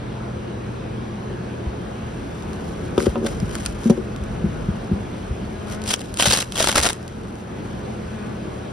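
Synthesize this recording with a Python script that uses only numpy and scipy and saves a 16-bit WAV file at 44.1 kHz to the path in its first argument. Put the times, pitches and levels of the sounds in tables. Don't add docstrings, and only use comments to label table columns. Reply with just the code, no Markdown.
import sys
import numpy as np
from scipy import signal
from scipy.fft import rfft, irfft
from scipy.io import wavfile
from scipy.ndimage import uniform_filter1d, minimum_filter1d, map_coordinates

SR = 44100
rng = np.random.default_rng(int(sys.argv[2]) if len(sys.argv) > 2 else 0)


def store_pcm(level_fs):
    pcm = np.round(np.clip(level_fs, -1, 1) * 32767).astype(np.int16)
    wavfile.write(sys.argv[1], SR, np.atleast_2d(pcm).T)


N = 384552

# freq_hz, level_db
GLUE_SPECTRUM = [(300, -11), (1000, -8), (2000, -10), (2600, -2), (3250, -3), (3800, -2.5), (5000, -3),
                 (6000, -2), (7800, 0), (9500, -4), (11000, -12), (13000, -18.5), (16000, -23)]
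CLOTH_SPECTRUM = [(60, -3.5), (150, -1), (330, -1), (630, 0.5), (900, -4), (1400, -0.5), (2200, -6.5),
                  (4000, -54), (12000, -79)]


def amp(db):
    return 10 ** (np.asarray(db) / 20)


def unit_rms(x):
    return x / np.sqrt(np.mean(x ** 2) + 1e-20)


def at_hz(points, hz):
    freq_hz, value = np.transpose(points)
    return np.interp(np.log(hz + 1), np.log(freq_hz + 1), value)


def gain_curve(points):
    return amp(np.interp(np.arange(N) / SR, *np.transpose(points)))


def gesture(full_s, rise_s, hold_s, release_s):
    t = np.arange(N) / SR - full_s
    return amp(-30 * (np.maximum(-t / rise_s, 0) + np.maximum((t - hold_s) / release_s, 0)))


def add(mix, start_s, sound):
    part = mix[..., round(start_s * SR):][..., :sound.shape[-1]]
    part += sound[..., :part.shape[-1]]


def stereo_pair(left, other, coherence, hz):
    # freq_hz, phase_rad
    phase_shift = [(100, 0), (5500, 0), (6100, 1), (6600, 3), (7800, 3.4), (9000, 4.4), (10600, 6.2),
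                   (11600, 6.4), (14000, 9.4)]
    coherence = np.clip(coherence, -1, 1)
    right = coherence * left + np.sqrt(1 - coherence ** 2) * other
    return np.array([left, right * np.exp(1j * at_hz(phase_shift, hz))])


def wavering(centre_hz, width_hz):
    wander = np.cumsum(rng.standard_normal(N)) * np.sqrt(2 * np.pi * width_hz / SR)
    wander = uniform_filter1d(wander, size=max(int(SR / (2 * np.pi * width_hz)), 1))
    return unit_rms(np.sin(2 * np.pi * centre_hz * np.arange(N) / SR + wander))


def drift(rate_hz):
    position = np.linspace(0, N / SR * rate_hz, N)
    return unit_rms(map_coordinates(rng.standard_normal(400), [position], order=3, mode="wrap"))


def air(level_db=-29.5, patch_db=1.43, rumble_hz=150, size=1024):
    # freq_hz, relative_db
    spectrum = [(24, -39), (42, 2.5), (75, 3), (140, -0.5), (215, -3), (400, -5), (800, -13), (1600, -19.5),
                (1900, -24.5), (3200, -27.5), (5000, -36), (8600, -38), (12500, -55.5), (16000, -74)]
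    # freq_hz, coherence
    coherence = [(60, 0.9), (150, 0.94), (300, 0.73), (640, -0.23), (1000, -0.2), (1500, 0.035),
                 (2300, 0.64), (3500, 0.19), (4700, 0.64), (6200, 0.63), (7200, 1), (16000, 0.22)]
    # time_s, gain_db
    rumble_gain = [(0, -3.5), (1.4, -6.5), (2.2, -4.5), (2.8, -3), (4.4, 2.5), (5.6, -5.5), (7, -5),
                   (8.72, -8)]
    hz, hop = np.fft.rfftfreq(size, 1 / SR), size // 4
    a, b, c, d, patches = rng.standard_normal((N // hop + 5, len(hz), 5)).transpose(2, 0, 1)
    patches = uniform_filter1d(patches, size=14, axis=0)
    patches = unit_rms(uniform_filter1d(patches, size=6, axis=1))
    bins = stereo_pair(a + 1j * b, c + 1j * d, at_hz(coherence, hz), hz) * amp(patch_db * patches)
    noise = signal.istft(bins.swapaxes(1, 2), nperseg=size, noverlap=size - hop)[1][:, :N]
    colour = amp(at_hz(spectrum, np.fft.rfftfreq(N, 1 / SR)))
    noise = amp(level_db) * unit_rms(irfft(rfft(noise) * colour, N))
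    lowpass = signal.butter(3, rumble_hz, fs=SR, output="sos")
    return noise + signal.sosfiltfilt(lowpass, noise * (gain_curve(rumble_gain) - 1))


def hum():
    # pitch_hz, level_db, width_hz
    partials = [(42.6, -54, 3.6), (83.7, -41.5, 8.6), (180.2, -47.5, 8.25), (211, -40.5, 7.7),
                (366.6, -51, 12.6), (464, -56, 15.2), (750, -65, 19.2)]
    # time_s, level_db
    mains_level = [(0, -34), (1.5, -37), (2.3, -39.5), (4.5, -41), (8.72, -39)]
    tones = sum(amp(db) * wavering(hz, width_hz) for hz, db, width_hz in partials)
    mains = gain_curve(mains_level) * wavering(119.3, width_hz=2.8)
    passing = gesture(full_s=1.6, rise_s=2.8, hold_s=0.47, release_s=2.4)
    return tones + mains + amp(-64) * passing * wavering(1600, width_hz=69)


def bees(waver=0.018, waver_hz=9.0, swell_db=5.0, swell_hz=3.5, harmonics=12):
    # freq_hz, level_db
    spectrum = [(200, 2.5), (420, -8), (650, -13), (900, -19.5), (1250, -18), (1560, -14), (1900, -25),
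                (3000, -24)]
    # wingbeat_hz, relative_db
    wings = [(168, -2), (187, -4.5), (212, 1), (236, -8)]
    # time_s, gain_db
    colony = [(0, -46), (2.6, -40), (4, -41), (6.5, -45.5), (7.7, -41.5), (8.72, -46)]
    out = np.zeros((2, N))
    for wing_hz, db in wings:
        phase = 2 * np.pi * np.cumsum(wing_hz * (1 + waver * drift(waver_hz))) / SR
        buzz = sum(amp(at_hz(spectrum, k * wing_hz)) * np.sin(k * phase + 2 * np.pi * rng.random())
                   for k in range(1, harmonics + 1))
        pan = 0.34 * drift(swell_hz) * np.array([[1], [-1]])
        out += (1 + pan) * amp(db) * unit_rms(buzz * amp(swell_db * drift(swell_hz)))
    return out * gain_curve(colony)


def struck_wood(hits, modes, contact_q, pan_spread=0.078, size=14000):
    out, t = np.zeros((2, N)), np.arange(size) / SR
    for start_s, db, contact_hz, ring_factor in hits:
        pans = 1 + pan_spread * rng.standard_normal((len(modes), 1, 1)) * np.array([[1], [-1]])
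        wood = sum(pan * amp(mode_db - 60 * t / (t60_s * ring_factor)) * np.sin(2 * np.pi * hz * t)
                   for pan, (hz, mode_db, t60_s) in zip(pans, modes))
        contact = signal.iirpeak(contact_hz, contact_q, SR)
        wood = signal.lfilter(*contact, signal.lfilter(*contact, wood))
        add(out, start_s, amp(db) * wood / abs(wood.mean(0)).max())
    return out


def box_bumps(rock_lag_s=0.015, rock_db=-6.5, rock_hz=70, rock_ring=0.89):
    # pitch_hz, level_db, t60_s
    modes = [(52, -21, 0.092), (74, -8, 0.16), (111, 2.5, 0.075), (167, 10.5, 0.033), (201.7, 2, 0.16),
             (334, 0.5, 0.085), (380, 0.5, 0.15)]
    # start_s, level_db, contact_hz, ring_factor
    bumps = [(1.667, -17, 70.6, 1.1), (2.98, -23, 78.6, .7), (3.079, -14, 79.5, 0.54),
             (3.426, -13, 153, 0.56), (3.931, -26, 80, 0.43), (4.199, -19.5, 82, 2.2),
             (4.441, -10, 190, 1.2), (4.686, -11, 161, 0.63), (4.914, -8, 188, 1.3),
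             (5.307, -16.5, 61.5, 0.52), (6.272, -9, 117, 1.9), (6.786, -16, 70, 0.71)]
    rocks = [(start_s + rock_lag_s, db + rock_db, rock_hz, rock_ring) for start_s, db, _, _ in bumps]
    return struck_wood(bumps + rocks, modes, contact_q=1.0)


def spot_hz(centre_hz, spread_octaves=0.616):
    return centre_hz * 2 ** (spread_octaves * rng.standard_normal())


def snap(spectrum, ring_hz, scatter_s=0.0025, ring_db=7, relative_width=0.062, size=1024):
    # centre_hz, width_hz, lift_db
    resonances = [(1500, 150, 2), (2200, 140, 1.5), (3200, 380, 4.5), (4730, 220, 0), (5490, 230, -0.5)]
    # freq_hz, coherence
    coherence = [(100, 1), (600, 0.89), (1400, 0.78), (2300, 0.63), (3400, 0.41), (4600, 0.81),
                 (6200, 0.67), (7200, 0.94), (15000, 0.83)]
    t, hz = np.arange(size) / SR, np.fft.rfftfreq(size, 1 / SR)
    click = 0.26 * rng.standard_normal((2, size)) * np.exp(-t / scatter_s)
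    click[0, 0] += 1
    click[1] *= np.linalg.norm(click[0]) / np.linalg.norm(click[1])
    two_sided_hz = abs(np.fft.fftfreq(size, 1 / SR))
    gain_db = at_hz(spectrum, two_sided_hz)
    gain_db += ring_db / (1 + ((two_sided_hz / ring_hz - 1) / (relative_width / 2)) ** 2)
    for centre_hz, width_hz, lift_db in resonances:
        gain_db += lift_db / (1 + ((two_sided_hz - centre_hz) / (width_hz / 2)) ** 2)
    minimum_phase = np.exp(np.conj(signal.hilbert(np.log(amp(gain_db)))))[:len(hz)]
    bins = stereo_pair(*rfft(np.roll(click, 20, axis=1)), at_hz(coherence, hz), hz)
    pair = irfft(bins * minimum_phase)
    return pair / np.sqrt(np.sum(pair ** 2) / 2)


def glue_cracks(gain_db=2):
    # start_s, level_db, body_to_treble_db, ring_hz
    cracks = [(2.424, -29, 2, 3700), (2.532, -25, -3, 4300), (2.98, -14, 3, 3310), (3.002, -17, 17, 1800),
              (3.401, -22.5, -5, 4970), (3.511, -26, -2, 9500), (3.553, -13.5, -2, 7940),
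              (3.653, -21, -14, 9500), (3.6608, -5.5, -19, 9400), (4.162, -23, -1.5, 8160),
              (4.238, -30, 0, 8100), (5.818, -21, -12, 4500), (5.839, -20, -14, 4500),
              (5.861, -19, -14, 9500), (5.881, -15, -8, 5000), (5.889, -14, -12, 5110),
              (5.919, -16, -13, 4300), (5.9392, 0, -12.5, 2940), (5.993, -19, -10, 6000),
              (6.016, -21, -5, 3060), (6.141, -14.5, -25, 9500), (6.172, -11, -13, 8800),
              (6.1975, -6, 3, 3100), (6.2085, -1, -29, 4450), (6.224, 3, -6, 3180),
              (6.232, -2.5, -14, 3700), (6.2433, -7, -1, 3300), (6.273, -2.5, -8, 3320),
              (6.324, 4, -18, 4350), (6.350, -10, 1, 4400), (6.387, -6.5, -1, 3300),
              (6.425, -8.5, -3, 2790), (6.522, -11.5, -16, 2920), (6.569, -10, -6, 3200),
              (6.5773, -8, -10, 3200), (6.5841, -6, -6, 3110), (6.590, -10, 2, 2860),
              (6.614, -6, -14.5, 2280), (6.6255, -3.5, -5, 3320), (6.642, -0.5, 1, 3170),
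              (6.6724, 1.5, -3, 2360), (6.686, 0, -11, 4990), (6.715, -4.5, -8, 3400),
              (6.7262, -8, 0, 3400), (6.7713, -6, -19, 4970), (6.787, -9, 3, 1500), (6.794, -6, -2, 2200),
              (6.801, -3, -6, 2200), (6.813, -7, -11, 4500), (6.827, -7, -6, 9000),
              (6.8544, -1.5, -1, 2930), (6.8886, -3, -11, 3600), (6.9305, -10.5, -16, 9500),
              (7.028, -29, -25, 11000), (7.079, -21, -22, 4300), (7.355, -31, -25, 10500)]
    out = np.zeros((2, N))
    for start_s, db, body_db, ring_hz in cracks:
        treble = snap(GLUE_SPECTRUM, ring_hz, scatter_s=0.0012, relative_width=0.11)
        tick = treble + amp(body_db) * snap(CLOTH_SPECTRUM, spot_hz(1410))
        add(out, start_s, amp(db + gain_db) * tick / abs(tick).max())
    return out


def grains(spectrum, per_s, spread_db, ring_hz, spots=12):
    strength = amp(spread_db * np.minimum(rng.exponential(1, N), 3)) * rng.choice([-1, 1], N)
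    train = strength * (rng.random(N) < per_s / SR)
    spot = rng.integers(0, spots, N)
    shower = sum(signal.oaconvolve((train * (spot == k))[None], snap(spectrum, spot_hz(ring_hz)), axes=1)
                 for k in range(spots))
    return unit_rms(shower[:, :N])


def friction():
    # full_s, rise_s, hold_s, release_s, level_db
    strokes = [(2.663, 2.2, 0.2, 0.54, -51.5), (3, 0.049, 0.048, 0.16, -36),
               (3.257, 0.038, .012, 0.21, -38), (3.54, 0.27, 0.13, 0.22, -42),
               (3.842, 0.12, 0.02, 0.25, -42), (4.3, 5, 1.4, 2.0, -54.5), (5.715, 0.078, 0.026, 0.044, -39),
               (7.02, 0.22, 0.37, .6, -51.5)]
    # freq_hz, level_db
    spectrum = [(300, -8), (1500, 3), (3500, 0), (6000, 1.5), (9500, 0.5), (13000, -15.5), (16000, -16)]
    rubbing = sum(amp(db) * gesture(*timing) for *timing, db in strokes)
    rustle = amp(-56) * gesture(full_s=7.65, rise_s=0.21, hold_s=N / SR, release_s=1)
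    return grains(spectrum, per_s=4400, spread_db=10.5, ring_hz=6000) * (rubbing + rustle)


def seal_split():
    # start_s, level_db, contact_hz, ring_factor
    split = [(2.979, -24, 3400, 1)]
    # pitch_hz, level_db, t60_s
    modes = [(2420, -8, 0.049), (3130, -3, 0.027), (3500, 0, .035), (5100, -3, .025)]
    return struck_wood(split, modes, contact_q=0.4)


def board_knocks(clack_lead_s=0.00101, clack_hz=1166, clack_ring=0.72):
    # pitch_hz, level_db, t60_s
    modes = [(184, 1, 0.083), (230, 10, 0.16), (326, 4, 0.035), (370.3, 3, 0.11), (452, 4.5, 0.035),
             (554, -5, 0.096), (742, -6.5, 0.1), (940, -3, 0.034), (1250, -8, 0.028), (1450, -21, 0.075),
             (2800, 2, 0.017), (3400, 9, 0.0088)]
    # start_s, level_db, contact_hz, ring_factor, clack_relative_db
    knocks = [(2.9791, -3, 407, 0.41, -7), (3.068, -3, 420, 0.34, -24), (3.158, -16, 583, 1.6, 3),
              (3.165, -15.5, 318, 2, -34), (3.251, -12.5, 520, 1.4, -10), (3.857, -7.5, 234, 0.79, -19),
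              (3.898, -3, 445, 1.16, -33), (3.901, -2.5, 185, 0.38, -12.5), (3.977, -15.5, 380, 1.5, -16)]
    # start_s, level_db, contact_hz, ring_factor
    judders = [(3.006, -18.5, 433, 0.99), (3.215, -16.5, 380, 1.03)]
    # time_s, left_gain_db
    swing = [(2.98, 1), (3.07, 1.5), (3.2, -1.5), (3.9, -0.5), (4, 3)]
    thuds = [row[:4] for row in knocks]
    clacks = [(start_s - clack_lead_s, db + clack_db, clack_hz, clack_ring)
              for start_s, db, _, _, clack_db in knocks]
    gap_s, step_db = 3 / modes[1][0], 2 / 3
    catches = [(start_s + k * gap_s, db + k * step_db, contact_hz, ring_factor)
               for start_s, db, contact_hz, ring_factor in judders for k in range(3)]
    left = gain_curve(swing)
    return struck_wood(thuds + clacks + catches, modes, contact_q=1.38) * np.array([left, 1 / left])


def glue_rips(gain_db=3.0, body_gain_db=2, fade_db=3, threads=7):
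    # start_s, length_s, level_db, body_to_treble_db, ring_hz
    rips = [(3.058, 0.0094, -18, 2.5, 3130), (3.262, .009, -16, -2, 3500), (3.897, 0.011, -21.5, -10, 6140),
            (5.905, 0.0068, -9, -7, 3400), (5.9325, 0.0076, -10, -9, 3100), (6.199, 0.0045, -11, -8, 2980),
            (6.2558, 0.011, -2.5, -5, 3560), (6.3066, 0.0081, -4, -7, 3750), (6.33, 0.01, -2, -8.5, 4500),
            (6.404, .005, -11.5, -9, 3780), (6.555, 0.0068, -13.5, -8, 3360),
            (6.599, 0.0079, -6.5, -3.5, 2800), (6.689, 0.0066, -6, 0.5, 3630),
            (6.755, 0.0063, -1, -4, 2440), (6.776, 0.008, -1, -4, 2190), (6.843, 0.0091, -9, -2, 3020),
            (6.861, 0.0097, -4.5, -2.5, 2980), (6.896, 0.0093, -10, -4, 3700)]
    out = np.zeros((2, N))
    for start_s, length_s, db, body_db, ring_hz in rips:
        rip, cloth_hz = np.zeros((2, SR // 10)), spot_hz(1038)
        order = np.arange(threads)
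        for progress in (order + rng.random(threads) * (order > 0)) / threads:
            treble = snap(GLUE_SPECTRUM, ring_hz, ring_db=8.0, relative_width=0.13)
            body = amp(body_db + body_gain_db) * snap(CLOTH_SPECTRUM, cloth_hz, scatter_s=0.0019)
            strength = rng.choice([-1, 1]) * amp(-fade_db * progress)
            add(rip, progress * length_s, strength * (treble + body))
        add(out, start_s, amp(db + gain_db) * rip / abs(rip).max())
    return out


def edge_click():
    # start_s, level_db, contact_hz, ring_factor
    click = [(3.661, -15.5, 2700, 1)]
    # pitch_hz, level_db, t60_s
    modes = [(1400, -3, 0.028), (2520, -12, 0.016), (2670, -5, 0.018), (4030, -13, .009), (4800, -2, 0.016),
             (5830, -3, 0.013)]
    return struck_wood(click, modes, contact_q=0.3)


def stick_slip(slips_per_s=92, decay_s=0.0046, spread_db=9, creep=0.63, count=2000):
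    jitter, strength = rng.uniform(-1.4, 1, (count, 2)).T
    onsets = abs((np.arange(count) + 0.33 * jitter) * SR / slips_per_s).astype(int)
    impulses = np.bincount(onsets, amp(spread_db * strength), N)[:N]
    slips = signal.lfilter([1], [1, -np.exp(-1 / (decay_s * SR))], impulses)
    return unit_rms(creep + (1 - creep) * unit_rms(slips))


def cloth_peel(crackle_gain_db=-2, rasp_gain_db=-8.5):
    # full_s, rise_s, hold_s, release_s, crackle_db, rasp_db
    pulls = [(5.902, 0.074, 0.034, 0.048, -21.5, -27), (5.993, 0.048, 0.02, 0.47, -39.5, -53),
             (6.194, 0.029, 0.15, 0.11, -16.5, -19.5), (6.367, 0.063, 0.042, 0.073, -22, -22.5),
             (6.599, 0.1, 0.075, 0.17, -17, -19), (6.758, 0.032, 0.038, 0.055, -18.5, -12.5),
             (6.835, 0.048, 0.0098, 0.13, -15, -12)]
    crackle = amp(crackle_gain_db) * grains(GLUE_SPECTRUM, per_s=1900, spread_db=5, ring_hz=3600)
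    rasp = amp(rasp_gain_db) * grains(CLOTH_SPECTRUM, per_s=1000, spread_db=5, ring_hz=1000)
    return stick_slip() * sum(gesture(*timing) * (amp(crackle_db) * crackle + amp(rasp_db) * rasp)
                              for *timing, crackle_db, rasp_db in pulls)


def frame_knocks():
    # start_s, level_db, contact_hz, ring_factor
    knocks = [(6.198, -4.5, 1400, 0.51), (6.6035, -6.5, 604, 0.92), (6.7565, -16, 800, 0.49)]
    # pitch_hz, level_db, t60_s
    modes = [(477, -9, 0.041), (640, 4, 0.038), (980, -2, 0.03), (1420, -20, 0.022), (3100, 13.5, 0.021)]
    return struck_wood(knocks, modes, contact_q=0.76)


def shed_reverb(x, wet_db, predelay_s=0.004, size=14000):
    # freq_hz, t60_s
    decay = [(100, 0.0082), (1000, 0.07), (5000, 0.039), (14000, 0.013)]
    taps = rng.standard_normal((2, size)) * (np.arange(size) > predelay_s * SR)
    hz, t, bins = signal.stft(taps, SR, nperseg=256)
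    tail = signal.istft(bins * amp(-60 * t / at_hz(decay, hz)[:, None]), SR, nperseg=256)[1]
    return x + amp(wet_db) * signal.fftconvolve(x, tail / np.linalg.norm(tail[0]), axes=1)[:, :N]


def scene():
    wood = box_bumps() + seal_split() + board_knocks() + edge_click() + frame_knocks()
    crackle = (glue_cracks() + friction() + glue_rips() + cloth_peel()) * amp([[0.4], [-0.4]])
    near = shed_reverb(wood, wet_db=-12.0) + shed_reverb(crackle, wet_db=-17.5)
    return (near + air() + hum() + bees()) * amp([[0.3], [-0.3]])


def record(dry, threshold_db=-27, slope=0.2, hold_s=0.59, recovery_db_per_s=18, cutoff_hz=15950):
    treble = signal.sosfilt(signal.butter(2, 1500, "high", fs=SR, output="sos"), dry)
    power_db = 10 * np.log10(abs(uniform_filter1d((treble ** 2).mean(0), size=600)) + 1e-12)
    excess_db = np.maximum(power_db - threshold_db, 0)
    half_hold = int(hold_s * SR / 2)
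    held_db = -minimum_filter1d(-excess_db, 2 * half_hold + 1, origin=half_hold)
    recovery_db = np.arange(N) * recovery_db_per_s / SR
    cut_db = np.maximum.accumulate(slope * held_db + recovery_db) - recovery_db
    ducked = dry / amp(uniform_filter1d(cut_db, size=300))
    rounded = ducked / (1 + (ducked / 0.95) ** 8) ** (1 / 8)
    lowpass = signal.firwin(511, cutoff_hz, window=("kaiser", 9), fs=SR)
    return signal.oaconvolve(rounded, lowpass[None], "same")


dry = scene()
out = record(dry)
store_pcm(out)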